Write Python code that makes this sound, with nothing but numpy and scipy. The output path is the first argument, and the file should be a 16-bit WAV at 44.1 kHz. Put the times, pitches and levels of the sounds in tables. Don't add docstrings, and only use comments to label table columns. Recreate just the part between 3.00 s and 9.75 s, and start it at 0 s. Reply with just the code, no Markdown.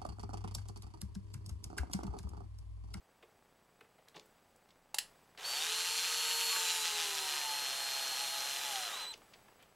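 import sys
import numpy as np
from scipy import signal
from scipy.fft import rfft, irfft, next_fast_len
from scipy.io import wavfile
from scipy.ndimage import uniform_filter1d

SR = 44100
rng = np.random.default_rng(int(sys.argv[2]) if len(sys.argv) > 2 else 0)


def rack_gain(trim_db):
    fader = np.asarray(trim_db, float)
    return 10 ** (fader / 20)


def bounce(signal):
    frames = np.transpose(np.atleast_2d(signal))
    limited = np.clip(frames, -1, 1)
    pcm = np.round(limited * 32767).astype(np.int16)
    wavfile.write(sys.argv[1], SR, pcm)


N = 297791
T = np.arange(N) / SR


def evened(x):
    return x / np.sqrt(np.mean(x ** 2) + 1e-20)


def peaked(x):
    return x / abs(x).max()


def read(points, hz):
    f, value = np.transpose(points)
    return np.interp(np.log(hz + 1), np.log(f + 1), value)


def curves(rows):
    s, *columns = np.transpose(rows)
    gate = np.clip(np.minimum(T - s[0], s[-1] - T) / 0.001, 0, 1)
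    return gate, *(np.interp(T, s, c) for c in columns)


def shape(x, gain):
    size = next_fast_len(N)
    return irfft(rfft(x, size) * gain(np.fft.rfftfreq(size, 1 / SR)), size)[:N]


def band(x, lo_hz, hi_hz):
    sos = signal.butter(2, [lo_hz, min(hi_hz, SR / 2.1)], "bandpass", fs=SR, output="sos")
    return signal.sosfilt(sos, x)


def wander(rate_hz, count):
    steps = rng.standard_normal((count, int(N / SR * 40) + 2))
    steps = uniform_filter1d(steps, max(int(40 / rate_hz), 1), axis=1)
    return [np.interp(T * 40, np.arange(len(s)), s / s.std()) for s in steps]


def puff(noise, length):
    u = np.arange(len(noise)) / SR / max(length, .0005)
    return noise * (u * np.exp(1 - u)) ** 1.6


def add(mix, s, sound):
    part = mix[round(s * SR):][:len(sound)]
    part += sound[:len(part)]


# t/s, speed/(turns per s)
ARMATURE_SPEED = [(2.372, 58), (2.46, 92.6), (2.54, 115.6), (2.62, 133.4), (2.66, 140.9), (2.7, 144.3),
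                  (2.82, 148.2), (3.06, 152.5), (3.42, 153.3), (3.54, 150.7), (3.78, 146.9), (3.9, 140.8),
                  (4.02, 138.1), (4.26, 126.3), (4.5, 116.7), (4.86, 111.1), (5.4, 112.1), (5.6, 116.2),
                  (5.66, 115.2), (5.75, 105.6), (6.0, 79.6), (6.13, 58), (6.15, 55)]
# t/s, level of the gear noise/dB
GEAR_EFFORT = [(2.3745, -56), (2.39, -51.5), (2.43, -49.5), (2.46, -44.5), (2.64, -42.5), (3.1, -41.5),
               (3.59, -40.5), (3.9, -42), (4.34, -43.5), (4.8, -44.5), (5.3, -44.5), (5.7, -44.5),
               (5.9, -45), (6.03, -46.5), (6.092, -55.5), (6.15, -62.5)]
INERTIA_S = .06
IDLE_TURNS, ROLLING_TURNS = 52, 106
TREBLE_IDLE_DB, TREBLE_LOADED_DB, TREBLE_FREE_DB = -1, 9, 0.5
BRUSH_IDLE_DB, BRUSH_LOADED_DB, BRUSH_FREE_DB = -8.5, 7.5, 10
RATTLE_IDLE, RATTLE_LOADED, RATTLE_FREE = .15, .18, .33


def drill():
    (_, speed), (gate, gear_db) = curves(ARMATURE_SPEED), curves(GEAR_EFFORT)
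    speed = uniform_filter1d(speed, round(INERTIA_S * SR))
    turns = np.cumsum(speed) / SR
    law = [IDLE_TURNS, ROLLING_TURNS, speed.max()]
    treble_db = np.interp(speed, law, [TREBLE_IDLE_DB, TREBLE_LOADED_DB, TREBLE_FREE_DB])
    brush_db = np.interp(speed, law, [BRUSH_IDLE_DB, BRUSH_LOADED_DB, BRUSH_FREE_DB])
    rattle_share = np.interp(speed, law, [RATTLE_IDLE, RATTLE_LOADED, RATTLE_FREE])
    noise = gears(turns, speed, np.clip(rattle_share, 0, 1))
    low = shape(noise, lambda hz: 1 / (1 + (hz / 4800) ** 8))
    treble = rack_gain(treble_db) * (noise - low)
    comb = rack_gain(brush_db) * brushes(turns, gate > 0)
    mesh = rack_gain(gear_db) * (low + treble + comb)
    hum = side_tones(turns, gear_db) + armature(turns, speed, gear_db)
    return gate * (mesh + hum) + whine(speed) + run_down()


# f/Hz, width/Hz, level/dB
HOUSING_MODES = [(880, 280, -4), (1267, 52, 9), (1620, 490, 9), (1955, 30, 5.5), (2410, 36, 1),
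                 (2960, 950, 1.5), (3720, 600, -3), (4800, 130, -6.5), (5600, 560, -10), (6300, 1040, -11),
                 (7210, 196, -6), (8650, 150, -6), (10140, 99, -0.5), (11970, 490, -8.5), (13100, 80, -4),
                 (14300, 110, -21)]


def housing(hz, lift):
    return 1 + lift * sum(rack_gain(db) / (1 + (2 * (hz - f) / width) ** 2) for f, width, db in HOUSING_MODES)


# f/Hz, level/dB per Hz
FAST_COLOUR = [(71, -52), (120, -18), (354, -19.5), (452, -9.5), (653, -13.5), (888, -7.5), (1050, -9.5),
               (1810, -15.5), (2730, -6.5), (3940, -10), (4190, -4.5), (5140, -8), (7420, -6), (11900, -12),
               (15800, -24)]
# f/Hz, level/dB per Hz
LOADED_COLOUR = [(71, -60), (120, -11.5), (566, -1), (667, -11), (724, 2), (835, -0.5), (1090, -2.5),
                 (1670, -9), (2140, -4), (3210, -1.5), (4450, -5.5), (5580, -6.5), (11200, -12),
                 (12100, -10), (15800, -27)]
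PLANET, CHUCK = 1.178, 1 / 32


def gears(turns, speed, share):
    passes = PLANET * turns
    throb = 1 + 0.067 * np.cos(2 * np.pi * passes) + 0.037 * np.cos(4 * np.pi * passes)
    hiss = rng.standard_normal(N) * throb
    clump_db = 0.9 * np.cos(2 * np.pi * CHUCK * turns) + 2.1 * wander(15, count=1)[0]
    knock_db = clump_db + 1.95 * np.clip(rng.standard_normal(N), -2, 1.6)
    knocks = (np.diff(np.floor(passes), prepend=0) > 0) * rack_gain(knock_db)
    burst = np.exp(-np.arange(400) / SR / .0017)
    rattle = band(rng.standard_normal(N) * signal.oaconvolve(knocks, burst)[:N], 1970, 6430)
    on = speed > 100
    drive = np.sqrt(1 - share) * hiss + np.sqrt(share) * rattle / rattle[on].std()
    load = np.clip((150 - speed) / 38, 0, 1)
    colours = [shape(drive, lambda hz: rack_gain(read(c, hz)) * housing(hz, lift=1.74))
               for c in (FAST_COLOUR, LOADED_COLOUR)]
    fast, loaded = (c / band(c, 1660, 4000)[on].std() for c in colours)
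    return (1 - load) * fast + load * loaded


RINGING_MULTIPLES = (42, 48, 49, 63, 66, 75, 78, 92, 96)


def brushes(turns, on):
    orders = range(16, 125)
    full = np.clip((np.gradient(turns)[on] * SR - 141) / 9, 0, 1)
    comb = np.zeros(N)
    for k, w, phase in zip(orders, wander(2.5, count=len(orders)), rng.random(len(orders))):
        level_db = 3.5 * w[on] + 2.5 * (k % 3 == 0) + 5.0 * full * (k in RINGING_MULTIPLES)
        comb[on] += rack_gain(level_db) * np.sin(2 * np.pi * (k * turns[on] + phase))
    # f/Hz, level/dB
    slope = [(2000, -18), (4000, -7), (6200, -5), (6900, -6), (7400, -1), (8000, -6),
             (10000, -4.5), (12000, -8), (14000, -17), (15000, -24)]
    return shape(comb, lambda hz: rack_gain(read(slope, hz)) * housing(hz, lift=1.25)) / 19


HUM_MULTIPLES = (3, 6, 7.5, 15, 27)
HUM_DB = (0, -3, -3, 0, 0)
HUM_BITE_DB = (0.5, 2.5, 1.5, 3.5, -3.5)
# f/Hz, level/dB
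SHELL_RADIATION = [(200, -86), (335, -77), (365, -64), (405, -57), (450, -61), (520, -66), (640, -60),
                   (700, -56), (800, -53), (875, -52), (915, -56), (960, -51), (1060, -60), (1130, -68),
                   (1700, -62), (2200, -65), (3200, -65), (3720, -51), (4000, -52), (4130, -60)]
GROANING = 7.5
# t/s, half length/s, level/dB
GROAN_SWELLS = [(3.534, .06, 21), (4.272, 0.049, 6.5), (4.52, .06, 6), (5.771, 0.087, 9.5)]


def armature(turns, speed, gear_db):
    sway = wander(11, count=len(HUM_MULTIPLES))
    groan_db = sum(db * np.exp(-((T - s) / half) ** 2) for s, half, db in GROAN_SWELLS)
    bite = np.clip((np.maximum.accumulate(speed) - speed) / 25, 0, 1)
    hum = np.zeros(N)
    for k, db, bite_db, w in zip(HUM_MULTIPLES, HUM_DB, HUM_BITE_DB, sway):
        level_db = db + bite_db * bite + (k == GROANING) * groan_db + 2.94 * w
        level_db = level_db + read(SHELL_RADIATION, k * speed) + gear_db + 43
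        hum += np.sqrt(2) * rack_gain(level_db) * np.sin(2 * np.pi * k * turns)
    return hum


# multiple of the turning, level/dB at a gear noise of -38 dB
SIDE_MESHES = [(5, -70), (7, -68), (8.25, -64), (10.5, -66), (13, -68)]


def side_tones(turns, gear_db):
    sway = wander(3, count=len(SIDE_MESHES))
    return sum(np.sqrt(2) * rack_gain(db + gear_db + 38.0 + 2.5 * w) * np.sin(2 * np.pi * k * turns)
               for (k, db), w in zip(SIDE_MESHES, sway))


# t/s, f/Hz, level/dB
HELD_NOTE = [(2.435, 4510, -50), (2.45, 4520, -43), (2.598, 4490, -43), (2.602, 3810, -46),
             (2.685, 3740, -50), (2.7, 4150, -48), (2.78, 4295, -43), (3.5, 4320, -40), (3.62, 4210, -44),
             (3.68, 4050, -42.5), (3.9, 4110, -46), (4.15, 4105, -48), (4.5, 4225, -44), (5.3, 4245, -45),
             (5.5, 4185, -46.5), (5.75, 4150, -49), (5.865, 4115, -46), (5.905, 4090, -60),
             (5.925, 4090, -50), (6.0, 4110, -49), (6.121, 4040, -43)]
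# t/s, f/Hz, level/dB
TRIGGER_DIVE = [(6.118, 4000, -57), (6.129, 3520, -59), (6.136, 2960, -56), (6.148, 1920, -60)]
# from t/s, to t/s
HUNTING_SPANS = [(2.6, 2.7), (3.62, 4.02), (5.59, 5.63), (5.9, 5.95), (6.04, 6.07)]
# t/s, depth/Hz, climb/s
NOTE_SLIPS = [(2.436, 1498, .005), (2.599, 283, .008), (2.648, 422, 0.01177), (2.85, 51, .04),
              (3.021, 144, .05), (3.56, 108, .02), (3.641, 211, .02), (3.765, 408, .025), (3.98, 298, .025),
              (5.362, 79, .06), (5.608, 293.6, .03), (5.922, 572, .03), (6.061, 142, .015)]
SAG_S, BREAK_S, BREAK_DB_PER_HZ = .014, .004, -.03
OVERTONE_DB, OVERTONE_DB_PER_TURN = -24, .16
DIVE_OVERTONE_DB = -2


def whine(speed):
    hunting = uniform_filter1d(sum((T > a) * (T < b) * 1. for a, b in HUNTING_SPANS), 400)
    jitter_hz = (12 + 24 * hunting) * evened(uniform_filter1d(rng.standard_normal(N), 200))
    slip_hz, break_db = np.zeros(N), np.zeros(N)
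    for s, depth, climb in NOTE_SLIPS:
        slip_hz += depth * np.exp(-abs(T - s) / np.where(T < s, SAG_S, climb))
        break_db += BREAK_DB_PER_HZ * depth * np.exp(-((T - s) / BREAK_S) ** 2)
    lost = np.maximum.accumulate(speed) - speed
    held_overtone_db = OVERTONE_DB + OVERTONE_DB_PER_TURN * lost
    out = np.zeros(N)
    for rows, held, overtone_db in ((HELD_NOTE, 1, held_overtone_db), (TRIGGER_DIVE, 0, DIVE_OVERTONE_DB)):
        gate, hz, db = curves(rows)
        turn = 2 * np.pi * np.cumsum(hz - held * slip_hz + jitter_hz) / SR
        tone = np.sin(turn) + rack_gain(overtone_db) * (np.sin(2 * turn) + .2 * np.sin(3 * turn))
        level_db = db + held * break_db + (1.0 + 2 * hunting) * wander(12, count=1)[0]
        out += gate * np.sqrt(2) * rack_gain(level_db) * tone
    return out


# t/s, length/s, start f/Hz, fall/(Hz per s), top level/dB, ends relative to top/dB
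STALL_TONE = (5.82, .25, 1520, 3050, -53, -11)


def run_down():
    s, length, hz, fall_hz, top_db, ends_db = STALL_TONE
    u = np.clip((T - s) / length, 0, 1)
    rough_hz = 20 * evened(uniform_filter1d(rng.standard_normal(N), 300))
    fade = np.minimum(20 * np.minimum(u, 1 - u), 1)
    level = rack_gain(top_db + ends_db * (2 * u - 1) ** 2) * fade
    phase = 2 * np.pi * np.cumsum(hz - fall_hz * length * u + rough_hz) / SR
    return level * np.sqrt(2) * np.sin(phase)


# t/s, crack peak level/dB, level of the shell knock before its onset and decay/dB, burst length/s
SWITCH_SNAPS = [(1.943, -21, -29.5, 0.0029), (1.95, -40, -46, 0.0025), (1.984, -14, -42, 0.0028),
                (1.986, -41, -58, 0.0019)]
# f/Hz, level/dB per Hz
SNAP_COLOUR = [(240, -52), (400, -20.5), (1060, -17), (2410, -9.5), (3190, -3.5), (3610, -7), (3960, -3),
               (5920, -7), (10300, -6.5), (15200, -20), (16200, -27)]
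KNOCK_HZ, KNOCK_T60_S = 850, 0.016


def switch():
    crack, knock, t = np.zeros(N), np.zeros(N), np.arange(4000) / SR
    onset = 1 - np.exp(-t / 0.00059)
    shell = rack_gain(-60 * t / KNOCK_T60_S) * np.sin(2 * np.pi * KNOCK_HZ * t) * onset
    noises = rng.standard_normal((len(SWITCH_SNAPS), len(t)))
    for (s, db, knock_db, length), noise in zip(SWITCH_SNAPS, noises):
        add(crack, s, rack_gain(db) * peaked(puff(noise, length)))
        add(knock, s, rack_gain(knock_db) * shell)
    return 2 * shape(crack, lambda hz: rack_gain(read(SNAP_COLOUR, hz))) + knock


# t/s, scratch peak level/dB, scratch f/Hz, knock over scratch level/dB, burst length/s
PLASTIC_TAPS = [(0.224, -51.5, 2200, -0.5, 0.0053), (0.8063, -48, 1950, -6, 0.0037),
                (0.842, -59, 1750, -4, 0.0036), (0.981, -59.5, 2240, 1, 0.0057),
                (1.072, -57, 1620, -12, 0.0062), (1.0833, -49, 3260, -22, 0.0018),
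                (1.0837, -51, 9600, -30, 0.002), (1.096, -61, 7000, -20, 0.002),
                (1.1424, -52, 2420, 0, 0.0064), (1.1562, -46, 4090, -1, 0.0049),
                (1.1643, -41.5, 2660, -8.5, 0.0032), (1.1745, -50, 3680, -1.5, 0.0038),
                (1.195, -42.5, 4250, -23, 0.0014), (1.255, -60, 11100, -20, 0.0042),
                (1.56, -59, 7550, -7, 0.0019), (1.687, -59, 4250, -11, 0.0029),
                (1.704, -55.5, 3700, -21, 0.0033), (2.348, -53, 1480, -27.5, 0.0018),
                (2.375, -43, 3140, -15, 0.0015), (2.386, -48, 2380, -13, 0.0031),
                (3.556, -27, 1860, -18, 0.0058), (6.1375, -36.5, 3783, -18, 0.002),
                (6.1754, -55, 7880, -2, 0.0015), (6.215, -54, 1850, -1, 0.0028),
                (6.334, -46.5, 3250, -15, 0.0052), (6.481, -53.5, 1750, 0.5, 0.003),
                (6.588, -56, 2550, -11, 0.017), (6.6228, -52.5, 2400, -15, 0.0067),
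                (6.6234, -53, 8400, -20, 0.003)]
# f/Hz, width/Hz, level/dB
PLATE_MODES = [(340, 90, -4), (460, 70, 0), (590, 120, -8), (860, 130, -9), (1050, 200, -12)]


def taps():
    out = np.zeros(N)
    noises = rng.standard_normal((len(PLASTIC_TAPS), 2, 3000))
    for (s, db, hz, knock_db, length), (a, b) in zip(PLASTIC_TAPS, noises):
        a = a * abs(b) ** 1.5
        pitched = band(band(puff(a, length), hz / 1.9, hz * 1.5), hz / 1.9, hz * 1.9)
        scratch = pitched + 0.08 * band(puff(b, length), 980, 13000)
        thump = puff(b, 1.22 * length)
        knock = sum(rack_gain(mode_db) * band(thump, f - width / 2, f + width / 2)
                    for f, width, mode_db in PLATE_MODES)
        add(out, s, rack_gain(db) * (peaked(scratch) + rack_gain(knock_db) * peaked(knock)))
    return out


THUD_S, THUD_DB, THUD_HZ, THUD_LENGTH_S = 1.158, -60, 163, 0.0097


def thud():
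    out, t = np.zeros(N), np.arange(4000) / SR
    add(out, THUD_S, rack_gain(THUD_DB) * puff(np.sin(2 * np.pi * THUD_HZ * t), THUD_LENGTH_S))
    return out


# f/Hz, t60/s
ROOM_DECAY = [(300, 0.42), (1000, 0.25), (2800, 0.19), (7300, 0.19), (11000, 0.2), (14000, 0.062)]


def room(x):
    marks = np.zeros(SR // 2)
    at = np.arange(260, SR // 2 - 20, 20)
    marks[at + rng.integers(0, 20, len(at))] = rng.choice([-1., 1.], len(at))
    hz, t, z = signal.stft(marks, SR, nperseg=256)
    decay = rack_gain(-60 * t / read(ROOM_DECAY, hz)[:, None])
    tail = signal.istft(z * decay, SR, nperseg=256)[1]
    return signal.oaconvolve(x, tail / np.linalg.norm(tail))[:N]


# f/Hz, level/dB per Hz
FLOOR_COLOUR = [(15, -34), (25, 0), (49, -17.5), (76, -9.5), (248, -7.5), (299, -16), (403, -8), (461, -9),
                (857, -8), (929, -12), (1150, -13), (3990, -29.5), (15800, -36)]
# f/Hz, level over the hiss/dB
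WHISTLE_TONES = [(4813, -13.5), (7868, -9), (15735, -12)]
MURMUR_DB, HISS_DB = -73.5, -79
MURMUR_LIFT = 0.62
TICKS_DB, FRAME_HZ = -2.5, 30.0


def camera(lift_db):
    noise = shape(rng.standard_normal(N), lambda hz: rack_gain(read(FLOOR_COLOUR, hz)))
    low = shape(noise, lambda hz: 1 / (1 + (hz / 2000) ** 4))
    high = noise - low
    murmur_db, hiss_db = MURMUR_DB + MURMUR_LIFT * lift_db, HISS_DB + lift_db
    frame = T * FRAME_HZ
    slots = [(.07, 0.23), (.27, -0.23), (.5, 1.2), (.7, 0.033), (.76, -2.05), (.9, 0.49)]
    train = sum(size * (np.diff(np.floor(frame - place), prepend=0) > 0) for place, size in slots)
    ticks = evened(band(train * rack_gain(1.5 * rng.standard_normal(N)), 70, 1200))
    lit = 0.36 + uniform_filter1d(((frame / 2 - .33) % 1 < .5) * 1., 150)
    lines = sum(rack_gain(db) * np.sqrt(2) * np.sin(2 * np.pi * hz * T) for hz, db in WHISTLE_TONES)
    treble = high / band(high, 1560, 8800).std() + lit * lines
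    murmur = low / band(low, 120, 1750).std() + rack_gain(TICKS_DB) * ticks
    return rack_gain(hiss_db) * treble + rack_gain(murmur_db) * murmur


OPEN_DB, HOLD_S, LIFT_DB = -69, 0.28, 8


def release(heard):
    power = abs(uniform_filter1d(heard ** 2, 400))
    over_db = np.maximum(10 * np.log10(power + 1e-12) - OPEN_DB, 0)
    keep = np.exp(-1 / (HOLD_S * SR))
    slow_db = signal.lfilter([1 - keep], [1, -keep], over_db)
    return LIFT_DB * np.tanh(slow_db / LIFT_DB)


def scene():
    tool, hits = drill(), taps() + switch()
    return np.tile(tool + hits + room(rack_gain(-11.5) * hits + .08 * tool), (2, 1))


def top_cut(x):
    return signal.sosfilt(signal.butter(12, 16480, fs=SR, output="sos"), x)


def record(dry):
    heard = shape(dry[0], lambda hz: 1 / np.sqrt(1 + (340 / (hz + 1)) ** 10))
    heard = heard + thud() + camera(release(heard))
    heard = shape(heard, lambda hz: np.clip((15950 - hz) / 120, .05, 1))
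    return top_cut(np.tile(heard, (2, 1)))


dry = scene()
out = record(dry)
bounce(out)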